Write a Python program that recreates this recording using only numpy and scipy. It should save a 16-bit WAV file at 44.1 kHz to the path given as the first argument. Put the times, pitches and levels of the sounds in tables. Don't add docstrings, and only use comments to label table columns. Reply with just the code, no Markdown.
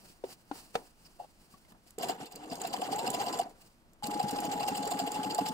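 import sys
import numpy as np
from scipy import signal
from scipy.fft import rfft, irfft, next_fast_len
from scipy.io import wavfile
from scipy.ndimage import uniform_filter1d

SR = 44100
rng = np.random.default_rng(int(sys.argv[2]) if len(sys.argv) > 2 else 0)


def master_out(mix):
    frames = np.transpose(np.atleast_2d(mix))
    ceiling = np.clip(frames, -1, 1)
    pcm = np.round(ceiling * 32767).astype(np.int16)
    wavfile.write(sys.argv[1], SR, pcm)


def volts(x):
    e = np.asarray(x, float) / 20
    return 10 ** e


N = 243873
TIME = np.arange(N) / SR
BLOW_TIME = TIME[:SR // 6]
PADDED = next_fast_len(N)

# (frequency [Hz], density [dB per Hz])
ROOM_SPECTRUM = [(12, -36), (20, 2.5), (80, -10), (120, -14), (270, -12), (301, -19), (328, -9.5),
                 (388, -20), (558, -19.5), (1760, -25.5), (16000, -41)]
ROOM_DB = -65.5

# (time of top [s], rustle level [dB], time to rise 20 dB [s], time to fall 20 dB [s])
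STROKES = [(.06, -62, .4, .2), (.33, -51.5, .1, .03), (.4, -70, .2, .08), (.5, -66, .05, .1),
           (.564, -52.5, .06, .19), (.754, -51.5, .03, .09), (.875, -65, .3, .06), (1.062, -63, .05, .04),
           (1.0, -69, .15, .4), (1.25, -66, .5, .12), (1.41, -68, .12, .3), (1.53, -65, .1, .12),
           (1.715, -65, .2, .025), (1.88, -64, .05, .08), (3.5, -71, .05, .2), (3.655, -64, .2, .12)]
# (frequency [Hz], density [dB per Hz])
RUSTLE_SPECTRUM = [(530, -21), (900, -9.5), (2250, -13.5), (2830, -7.5), (3470, -16.5), (4630, -6),
                   (6330, -14), (8150, -10), (13700, -19), (16000, -11.5)]
# (frequency [Hz], density [dB per Hz])
RUB_SPECTRUM = [(53, -41), (90, -15), (183, -7), (405, -16.5), (480, -17.5), (714, -15), (1600, -24),
                (2080, -38), (3520, -120)]
RESTING_RUSTLE_DB, RESTING_RUB_DB, RUB_OVER_RUSTLE_DB = -83, -67, -6

# (time [s], peak level [dB], long-ringing pitch [Hz], short pitch [Hz], crack level [dB])
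TAPS = [(.098, -58, 340, 179, -14), (.238, -34.5, 382, 520, -25), (.512, -33.5, 290, 808, -25.5),
        (.7525, -27, 470, 745, -15), (.743, -52, 450, 900, -10), (1.05, -57, 146, 150, -24),
        (1.539, -53, 1130, 183, -20), (1.72, -57, 200, 990, -18), (1.981, -39, 438, 430, -24),
        (1.648, -70, 2100, 900, -8), (1.683, -70, 1900, 600, -10), (1.752, -62, 710, 720, -30),
        (1.864, -64, 700, 300, -14), (.555, -54, 420, 900, -16), (.29, -56, 400, 520, -20)]
SHORT_PARTIAL_DB = 3.5

# (time [s], peak level [dB])
SNAPS = [(0.1024, -54), (0.4529, -58), (0.7074, -53), (1.6929, -56), (1.8711, -55), (2.2578, -42),
         (3.1694, -39), (4.1474, -44), (4.1954, -35), (4.3794, -34), (4.8539, -30)]

# (frequency [Hz], width [Hz], level [dB])
SQUEAK_MODES = [(4900, 200, 0), (5500, 250, -8), (2700, 200, -10)]
SQUEAK_S, SQUEAK_LENGTH_S, SQUEAK_DB = 1.046, .03, -59

# (time [s], level [dB])
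CREAK = [
    (1.188, -60),
    (1.197, -48),
    (1.215, -50),
    (1.25, -52),
    (1.26, -62),
]
# (frequency [Hz], width [Hz], level [dB])
CREAK_MODES = [(590, 146, -11), (720, 20, 2), (835, 24, -2), (1160, 30, -19), (2700, 80, -24),
               (335, 30, -17)]
POP_S, POP_DB, POP_HZ = 1.198, -37, 720

# (time [s], peak level [dB], level of ring near 7 kHz [dB])
TICKS = [(1.721, -51.5, -18), (1.9063, -40.5, -15), (1.9852, -30, -7.5), (2.2578, -43, -11),
         (2.322, -36, -13), (2.358, -32, -15), (2.363, -56, -7), (2.555, -32, -21), (2.616, -29, -3.5),
         (2.672, -29, -15), (2.73, -42, -11), (2.9604, -39, 3.5), (3.103, -26, -3), (3.4955, -52, -7),
         (3.933, -48.5, -30), (4.0696, -24.5, -17), (4.2284, -30, -27), (4.3106, -26.5, -27),
         (4.403, -28, -12.5), (4.7765, -30, -11), (4.8748, -27, -6), (5.1183, -27, -7), (5.3468, -26, -1),
         (5.486, -29, -9)]

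# (time [s], level [dB])
EFFORT = [(1.978, -70), (1.995, -43), (2.11, -39), (2.17, -55), (2.22, -43), (2.28, -60), (2.34, -53),
          (2.45, -49.5), (2.7, -44), (3.2, -39.5), (3.4, -41), (3.47, -51), (3.62, -74), (3.7, -100),
          (4.022, -100), (4.035, -44), (4.6, -41), (5.53, -43)]
# (frequency [Hz], width [Hz], level [dB])
CASING_MODES = [(107, 58, -20.5), (186, 111, -8.5), (285, 82, -4.5), (460, 116, -5.5), (700, 123, -2.5),
                (770, 111.6, -0.5), (990, 110, -8), (1097, 402, -15.5)]
# (frequency [Hz], width [Hz], level [dB])
PLATE_MODES = [(1200, 830, -14.5), (1590, 105, -5), (2060, 490, -10), (2752, 130, 3), (2962, 355, -2),
               (3540, 110, -4.5), (3964, 155, -5.5), (4340, 180, -9), (4500, 85, -3), (4854, 287, -3),
               (5420, 390, -10)]
# (frequency [Hz], width [Hz], level [dB])
BAR_MODES = [(7256, 167, 2), (6910, 880, -6.5), (7750, 380, -4), (8460, 600, -6.5), (10600, 2100, -15),
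             (13000, 1200, -13), (14560, 1100, -13.5)]
FULL_DB, HISS_DB, HISS_FOLLOWS = -41, -52, 1.1
STOP_S, RESTART_S, STOPPED_HISS_DB = 3.44, 4.0, -14

# (time [s], knock level [dB], knock pitch [Hz], rattle level [dB], rebound level [dB])
FIRST_SPELL = [(1.992, -50, 763, -50, -44), (2.034, -30.5, 693, -28, -55), (2.095, -28.5, 693, -31, -60),
               (2.205, -58, 740, -48, -62), (2.267, -58, 740, -44, -56), (2.318, -52, 732, -50, -56),
               (2.435, -50, 715, -50, -56), (2.523, -33, 694, -33, -46), (2.608, -47, 667, -45, -55),
               (2.646, -29, 695, -36, -37), (2.738, -28, 740, -30.5, -41), (2.821, -28.5, 743, -34, -36),
               (2.926, -29.5, 750, -30.5, -55), (2.994, -33, 690, -31, -43), (3.07, -30, 742, -28.5, -52),
               (3.1425, -29, 713, -29.5, -57), (3.2, -33, 780, -38, -36), (3.268, -29.5, 727, -37, -33),
               (3.337, -35, 764, -32, -52), (3.397, -26, 705, -37, -43), (3.462, -40, 700, -62, -70)]
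# (time [s], knock level [dB], knock pitch [Hz], rattle level [dB], rebound level [dB])
SECOND_SPELL = [(4.04, -47, 654, -35.5, -40), (4.118, -53, 694, -40, -36), (4.201, -27.5, 745, -34.5, -40),
                (4.29, -47, 815, -33, -44), (4.365, -41, 737, -37, -37), (4.446, -35, 695, -34.5, -41),
                (4.525, -32.5, 778, -29.5, -50), (4.606, -35, 799, -32, -32), (4.685, -31, 770, -28, -50),
                (4.759, -40, 753, -31.5, -38), (4.831, -48, 685, -36.5, -40.5),
                (4.916, -28, 705, -29.5, -58), (5.0, -32, 700, -29.5, -50), (5.073, -35, 685, -33, -50),
                (5.153, -37, 770, -34, -42), (5.239, -34.5, 748, -33, -50), (5.308, -48, 804, -33, -58),
                (5.388, -24, 734, -31.5, -50), (5.463, -35, 770, -32.5, -37)]
RATTLE_LEAD_S, RATTLE_S, RATTLE_BRIGHT_DB = .0095, .0128, -5
REBOUND_SHARE, REBOUND_S, REBOUND_BRIGHT_DB = .22, .0095, -10
SHIVER_DB, SHIVER_LEAD_S, SHIVER_BRIGHT_DB = -22, .003, 4
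REBOUND_KNOCK_DB = -3
# (time [s], peak level [dB], pitch [Hz])
ECHO_KNOCKS = [(2.104, -34, 760), (3.082, -31, 760), (3.213, -34, 800), (3.445, -45, 720),
               (4.918, -36, 980), (4.775, -36, 800), (4.862, -36, 800), (5.162, -38, 880),
               (5.388, -30, 700), (4.686, -33, 760)]

# (time [s], peak level [dB], pitch [Hz])
FIRST_CLINKS = [(2.0103, -38, 4970), (2.0318, -34, 2900), (2.0896, -34, 4800), (2.1829, -50, 2780),
                (2.2059, -45, 5500), (2.2453, -43, 3100), (2.2583, -42, 4490), (2.3131, -54, 2600),
                (2.3236, -44, 4830), (2.358, -40, 4600), (2.394, -55, 4940), (2.4379, -46, 2790),
                (2.4997, -38, 4990), (2.5197, -35, 4740), (2.5536, -39, 4910), (2.6095, -41, 4080),
                (2.6354, -37, 4930), (2.6504, -33, 4090), (2.6968, -41, 4730), (2.7274, -37, 4400),
                (2.7352, -31, 4900), (2.8165, -37, 2780), (2.837, -36, 4820), (2.9084, -43, 4700),
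                (2.9173, -36, 4800), (2.9297, -34, 4820), (2.9911, -33, 3990), (3.0609, -33, 4480),
                (3.1048, -39, 3990), (3.1408, -31, 4850), (3.1896, -38, 4790), (3.2071, -35, 4740),
                (3.2615, -37, 4780), (3.2789, -34, 4820), (3.3253, -38, 4940), (3.3378, -34, 4750),
                (3.3937, -38, 5520), (3.4306, -44, 4820)]
# (time [s], peak level [dB], pitch [Hz])
SECOND_CLINKS = [(4.0372, -37, 3960), (4.0701, -35, 4630), (4.1096, -44, 2940), (4.1474, -40, 4410),
                 (4.1729, -43, 5770), (4.1949, -39, 2990), (4.2298, -37, 5010), (4.2802, -36, 4800),
                 (4.3116, -38, 5230), (4.3445, -42, 4740), (4.36, -36, 4840), (4.3844, -38, 2580),
                 (4.4388, -38, 4790), (4.4544, -36, 2780), (4.5151, -35, 4510), (4.5979, -35, 4570),
                 (4.6194, -35, 2590), (4.6633, -37, 5020), (4.6798, -32, 2780), (4.7491, -32, 2910),
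                 (4.8294, -37, 4450), (4.8539, -34, 4620), (4.8748, -36, 4820), (4.9127, -35, 4240),
                 (4.9896, -35, 3980), (5.0044, -34, 4810), (5.0719, -32, 2900), (5.1153, -39, 4990),
                 (5.1494, -38, 4910), (5.232, -37, 2990), (5.3053, -31, 4520), (5.3477, -34, 4550),
                 (5.3817, -34, 4870), (5.4655, -32, 4900), (5.4849, -33, 5340)]
CLINK_WIDTH_SHARE = .07

# (time [s], peak level [dB], pitch [Hz])
THUMPS = [(2.085, -38, 328), (2.219, -39.5, 297), (2.515, -33, 260), (2.776, -34.5, 282), (2.909, -33, 248),
          (3.029, -38, 346), (3.078, -35, 259), (3.278, -39, 342), (3.352, -40, 240), (4.038, -35, 225),
          (4.082, -28, 293), (4.152, -30, 309), (4.237, -28.5, 214), (4.325, -27.5, 276), (4.391, -33, 308),
          (4.444, -30, 310), (4.476, -26.5, 269), (4.55, -31, 272), (4.603, -36, 276), (4.715, -25, 274),
          (4.794, -27.5, 272), (4.943, -26.5, 277), (5.016, -28, 269), (5.035, -31, 256), (5.157, -35, 280),
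          (5.185, -27, 263.3), (5.259, -26, 285), (5.308, -33, 302), (5.41, -24.5, 278),
          (5.495, -27.5, 253)]

# (time [s], tooth rate [Hz], level [dB])
WHINE = [
    [(2.36, 285, -80), (2.39, 296, -56), (2.52, 318, -54)],
    [(2.90, 742, -57), (2.94, 781, -35.5), (2.99, 880, -39.5), (3.05, 950, -48), (3.12, 990, -46.5),
     (3.36, 1017, -48), (3.42, 1000, -58)],
    [(4.025, 836, -40), (4.2, 828.3, -39.5), (4.8, 830, -39.5), (5.1, 833, -40), (5.25, 852, -39),
     (5.4, 850, -39.5), (5.53, 864, -40.5)],
]

# (frequency [Hz], share unlike [0 to 1])
UNLIKE = [(40, .6), (75, .45), (130, .1), (700, .1), (1400, .75), (3000, .7), (6000, .42), (14000, .55)]
# (frequency [Hz], left minus right [dB])
TILT = [(60, 0.0), (110, 0.0), (200, 1.5), (380, 0.0), (700, 1.5), (1290, -2.5), (2380, 0.5), (4400, -1.5),
        (8120, -3.5), (15000, 4.5)]
# (frequency [Hz], lead of the left [rad])
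LEAD = [(150, .15), (830, 1.0), (1640, 2.2), (3000, 3.3), (4480, 4.9), (7000, 5.7)]
CUTOFF_HZ, LAST_HZ = 15900, 16600


def rms_one(x):
    return x / np.sqrt(np.mean(x ** 2) + 1e-20)


def noise(length=N):
    return rng.standard_normal((2, length))


def level(tables, column, fade_db=-140):
    gain = 0
    for rows in tables:
        points = np.array(rows)
        gain = gain + volts(np.interp(TIME, points[:, 0], points[:, column], fade_db, fade_db))
    return gain


def at_hz(points, hz):
    points = np.array(points)
    return np.interp(np.log(hz + 1), np.log(points[:, 0]), points[:, 1])


def coloured(spectrum):
    hz = np.fft.rfftfreq(PADDED, 1 / SR)
    shaped = rfft(noise(PADDED)) * volts(at_hz(spectrum, hz))
    return rms_one(irfft(shaped, PADDED)[:, :N])


def flicker(rate, depth_db):
    knots = rng.standard_normal(N // 128)
    return volts(depth_db * np.interp(TIME * rate, np.arange(len(knots)), knots))


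def resonate(x, modes, patchy_db=0):
    out = 0
    for k, (hz, width, db) in enumerate(modes):
        r = np.exp(-np.pi * width / SR)
        b = (1 - r * r) / 2 * np.array([1, 0, -1])
        a = [1, -2 * r * np.cos(2 * np.pi * hz / SR), r * r]
        shaken = x * flicker(90, patchy_db)[:x.shape[-1]] + 1e-18
        out = out + (-1) ** k * volts(db) * signal.lfilter(b, a, shaken)
    return out


def add(out, s, sound):
    i = round(s * SR)
    out[:, i:i + sound.shape[-1]] += sound[..., :N - i]


def swell(rise, t60):
    shape = (1 - np.exp(-BLOW_TIME / rise)) ** 2 * volts(-60 * BLOW_TIME / t60)
    return shape / shape.max()


def blow(hz, rise, t60, partials):
    luck = rng.standard_normal((len(partials), 2, 2, 1))
    out = 0
    for (ratio, db), (a, b) in zip(partials, luck):
        tone = np.sin(2 * np.pi * hz * ratio * BLOW_TIME + 2 * b)
        out = out + volts(db + 1.02 * a) * tone * swell(rise, t60)
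    return out


def room_tone():
    return volts(ROOM_DB - 1) * coloured(ROOM_SPECTRUM)


def strokes():
    gains_db = [db - 20 * np.maximum((s - TIME) / rise, (TIME - s) / fall) for s, db, rise, fall in STROKES]
    return volts(np.max(gains_db, axis=0))


def cloth():
    sliding = strokes()
    rustle = (sliding + volts(RESTING_RUSTLE_DB)) * volts(1.5) * coloured(RUSTLE_SPECTRUM) * flicker(55, 2.6)
    rub_gain = sliding * volts(RUB_OVER_RUSTLE_DB) + volts(RESTING_RUB_DB)
    return rustle + rub_gain * volts(-6) * coloured(RUB_SPECTRUM) * flicker(20, 2.5)


def taps():
    out = np.zeros((2, N))
    murmur = rms_one(resonate(noise(), CASING_MODES))
    dull = signal.butter(2, 3500, "low", fs=SR, output="sos")
    for s, db, low_hz, high_hz, crack_db in TAPS:
        thud = blow(low_hz, .0012, .06, [(1, 0)])
        thud = thud + volts(SHORT_PARTIAL_DB) * blow(high_hz, .00093, .027, [(1, -.5), (1.3, -9), (1.75, -15)])
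        crack = signal.sosfilt(dull, noise(len(BLOW_TIME))) * swell(.0012, .035)
        after = murmur[:, round(s * SR):][:, :len(BLOW_TIME)] * swell(.001, .26)
        add(out, s, volts(db) * (thud + volts(crack_db + 17.5) * crack + volts(-17) * after))
    return out


def snaps():
    out = np.zeros((2, N))
    bright = signal.butter(2, 5500, "high", fs=SR, output="sos")
    for s, db in SNAPS:
        click = signal.sosfilt(bright, noise(len(BLOW_TIME))) * swell(.0002, .006)
        add(out, s, volts(db - 7) * click)
    return out


def squeak():
    since, left = TIME - SQUEAK_S, SQUEAK_S + SQUEAK_LENGTH_S - TIME
    drag = np.clip(np.minimum(since, left) / .005, 0, 1)
    return volts(SQUEAK_DB) * drag * rms_one(resonate(noise(), SQUEAK_MODES))


def creak():
    out = level([CREAK], column=1) * rms_one(resonate(noise(), CREAK_MODES))
    add(out, POP_S, volts(POP_DB) * blow(POP_HZ, .002, .07, [(1, 0), (1.16, -10), (.8, -14)]))
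    return out


def ticks():
    out = np.zeros((2, N))
    bright = signal.butter(2, 4500, "high", fs=SR, output="sos")
    for s, db, ring_db in TICKS:
        snap = signal.sosfilt(bright, noise(len(BLOW_TIME))) * swell(.0003, .011) * volts(2.5)
        ring = blow(7200, .00033, .017, [(1, -3.5), (1.1, -7)])
        add(out, s, volts(db - 10) * (snap + volts(ring_db + 12.5) * ring))
    return out


def stitch_rows():
    rows = []
    for spell in (FIRST_SPELL, SECOND_SPELL):
        s = np.array(spell)[:, 0]
        stitch = np.append(np.diff(s), np.diff(s)[-1])
        rows += [(*row, again) for row, again in zip(spell, s + REBOUND_SHARE * stitch)]
    return rows


def rattles():
    rows = [(s - SHIVER_LEAD_S, db + SHIVER_DB, REBOUND_S, SHIVER_BRIGHT_DB) for s, db, _ in TICKS]
    for s, _, _, db, again_db, again in stitch_rows():
        rows.append((s - RATTLE_LEAD_S, db, RATTLE_S, RATTLE_BRIGHT_DB))
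        rows.append((again, again_db, REBOUND_S, REBOUND_BRIGHT_DB))
    return rows


def running_gear():
    effort = level([EFFORT], column=1)
    shaking = volts(HISS_DB) * (effort / volts(FULL_DB)) ** HISS_FOLLOWS * volts([[0], [-2]])
    shaking[:, (TIME > STOP_S) & (TIME < RESTART_S)] *= volts(STOPPED_HISS_DB)
    for s, db, length, bright_db in rattles():
        hump = BLOW_TIME / length * np.exp(-(BLOW_TIME / length) ** 1.54)
        add(shaking, s - .003, volts(db - 2.5) * hump * volts([[0], [bright_db + 1.5]]))
    grit = noise() * volts(3.0 * np.minimum(rng.exponential(1, N), 6))
    grit *= flicker(220, 3.0)
    plate = resonate(grit * shaking[0], PLATE_MODES, patchy_db=3.0)
    bar = resonate(grit * shaking[1], BAR_MODES, patchy_db=3.5)
    rumble = rms_one(resonate(noise(), CASING_MODES, patchy_db=3.0))
    return effort * rumble + volts(5.5) * plate + volts(7) * bar


def knocks():
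    out = np.zeros((2, N))
    rows = stitch_rows()
    first = [row[:3] for row in rows]
    rebounds = [(again, db + REBOUND_KNOCK_DB, hz) for _, _, hz, _, db, again in rows]
    partials = [(1, 1.5), (1.1, -3), (.68, -13.5), (1.36, -15), (1.6, -19)]
    for s, db, hz in first + rebounds + ECHO_KNOCKS:
        add(out, s - .0035, volts(db - 1.5) * blow(hz, .0035, .05, partials))
    return out


def clinks():
    out = np.zeros((2, N))
    for s, db, hz in FIRST_CLINKS + SECOND_CLINKS:
        b, a = signal.iirpeak(hz, 1 / CLINK_WIDTH_SHARE, SR)
        chatter = rms_one(signal.lfilter(b, a, noise(len(BLOW_TIME))))
        add(out, s - .001, volts(db - 11) * chatter * swell(.002, .05))
    return out


def thumps():
    out = np.zeros((2, N))
    for s, db, hz in THUMPS:
        add(out, s - .002, volts(db - 8) * blow(hz, .006, .075, [(.997, .5), (.7, -4), (1.6, -11.5), (.45, -17)]))
    return out


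def whine():
    out = 0
    for rows in WHINE:
        s, hz, _ = np.transpose(rows)
        phase = 2 * np.pi * np.cumsum(np.interp(TIME, s, hz) * flicker(25, .03)) / SR
        out = out + level([rows], column=2) * np.sqrt(2) * np.sin(phase)
    return out * flicker(40, 1.6) * [[1], [.3]]


def scene():
    hand_sounds = cloth() + taps() + snaps() + squeak() + creak()
    machine = ticks() + running_gear() + knocks() + clinks() + thumps() + whine()
    shared, other = rfft(room_tone() + hand_sounds + machine, PADDED)
    hz = np.fft.rfftfreq(PADDED, 1 / SR)
    unlike = np.clip(at_hz(UNLIKE, hz), 0, 1)
    shared, other = shared * np.sqrt(1 - unlike / 2), other * np.sqrt(unlike / 2)
    tilt = volts(at_hz(TILT, hz) / 2)
    lag = np.exp(.5j * at_hz(LEAD, hz))
    left, right = (shared + other) * tilt * lag, (shared - other) / tilt / lag
    return irfft([left, right], PADDED)[:, :N] * volts(1.5)


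def top_cut(x):
    return signal.sosfilt(signal.butter(12, 16650, fs=SR, output="sos"), x)


def record(dry):
    low_pass = signal.cheby2(24, 50, CUTOFF_HZ, fs=SR, output="sos")
    shelf_band = signal.cheby2(12, 40, [CUTOFF_HZ - 250, LAST_HZ], "band", fs=SR, output="sos")
    body = signal.sosfilt(low_pass, dry)
    shelf = signal.sosfilt(shelf_band, dry)
    sharp = uniform_filter1d(shelf ** 2, size=128) / (uniform_filter1d(shelf ** 2, size=2048) + 1e-20)
    mix = body + volts(-18) * shelf * np.clip(sharp / 2.5 - 1, 0, 1)
    return top_cut(mix)


dry = scene()
out = record(dry)
master_out(out)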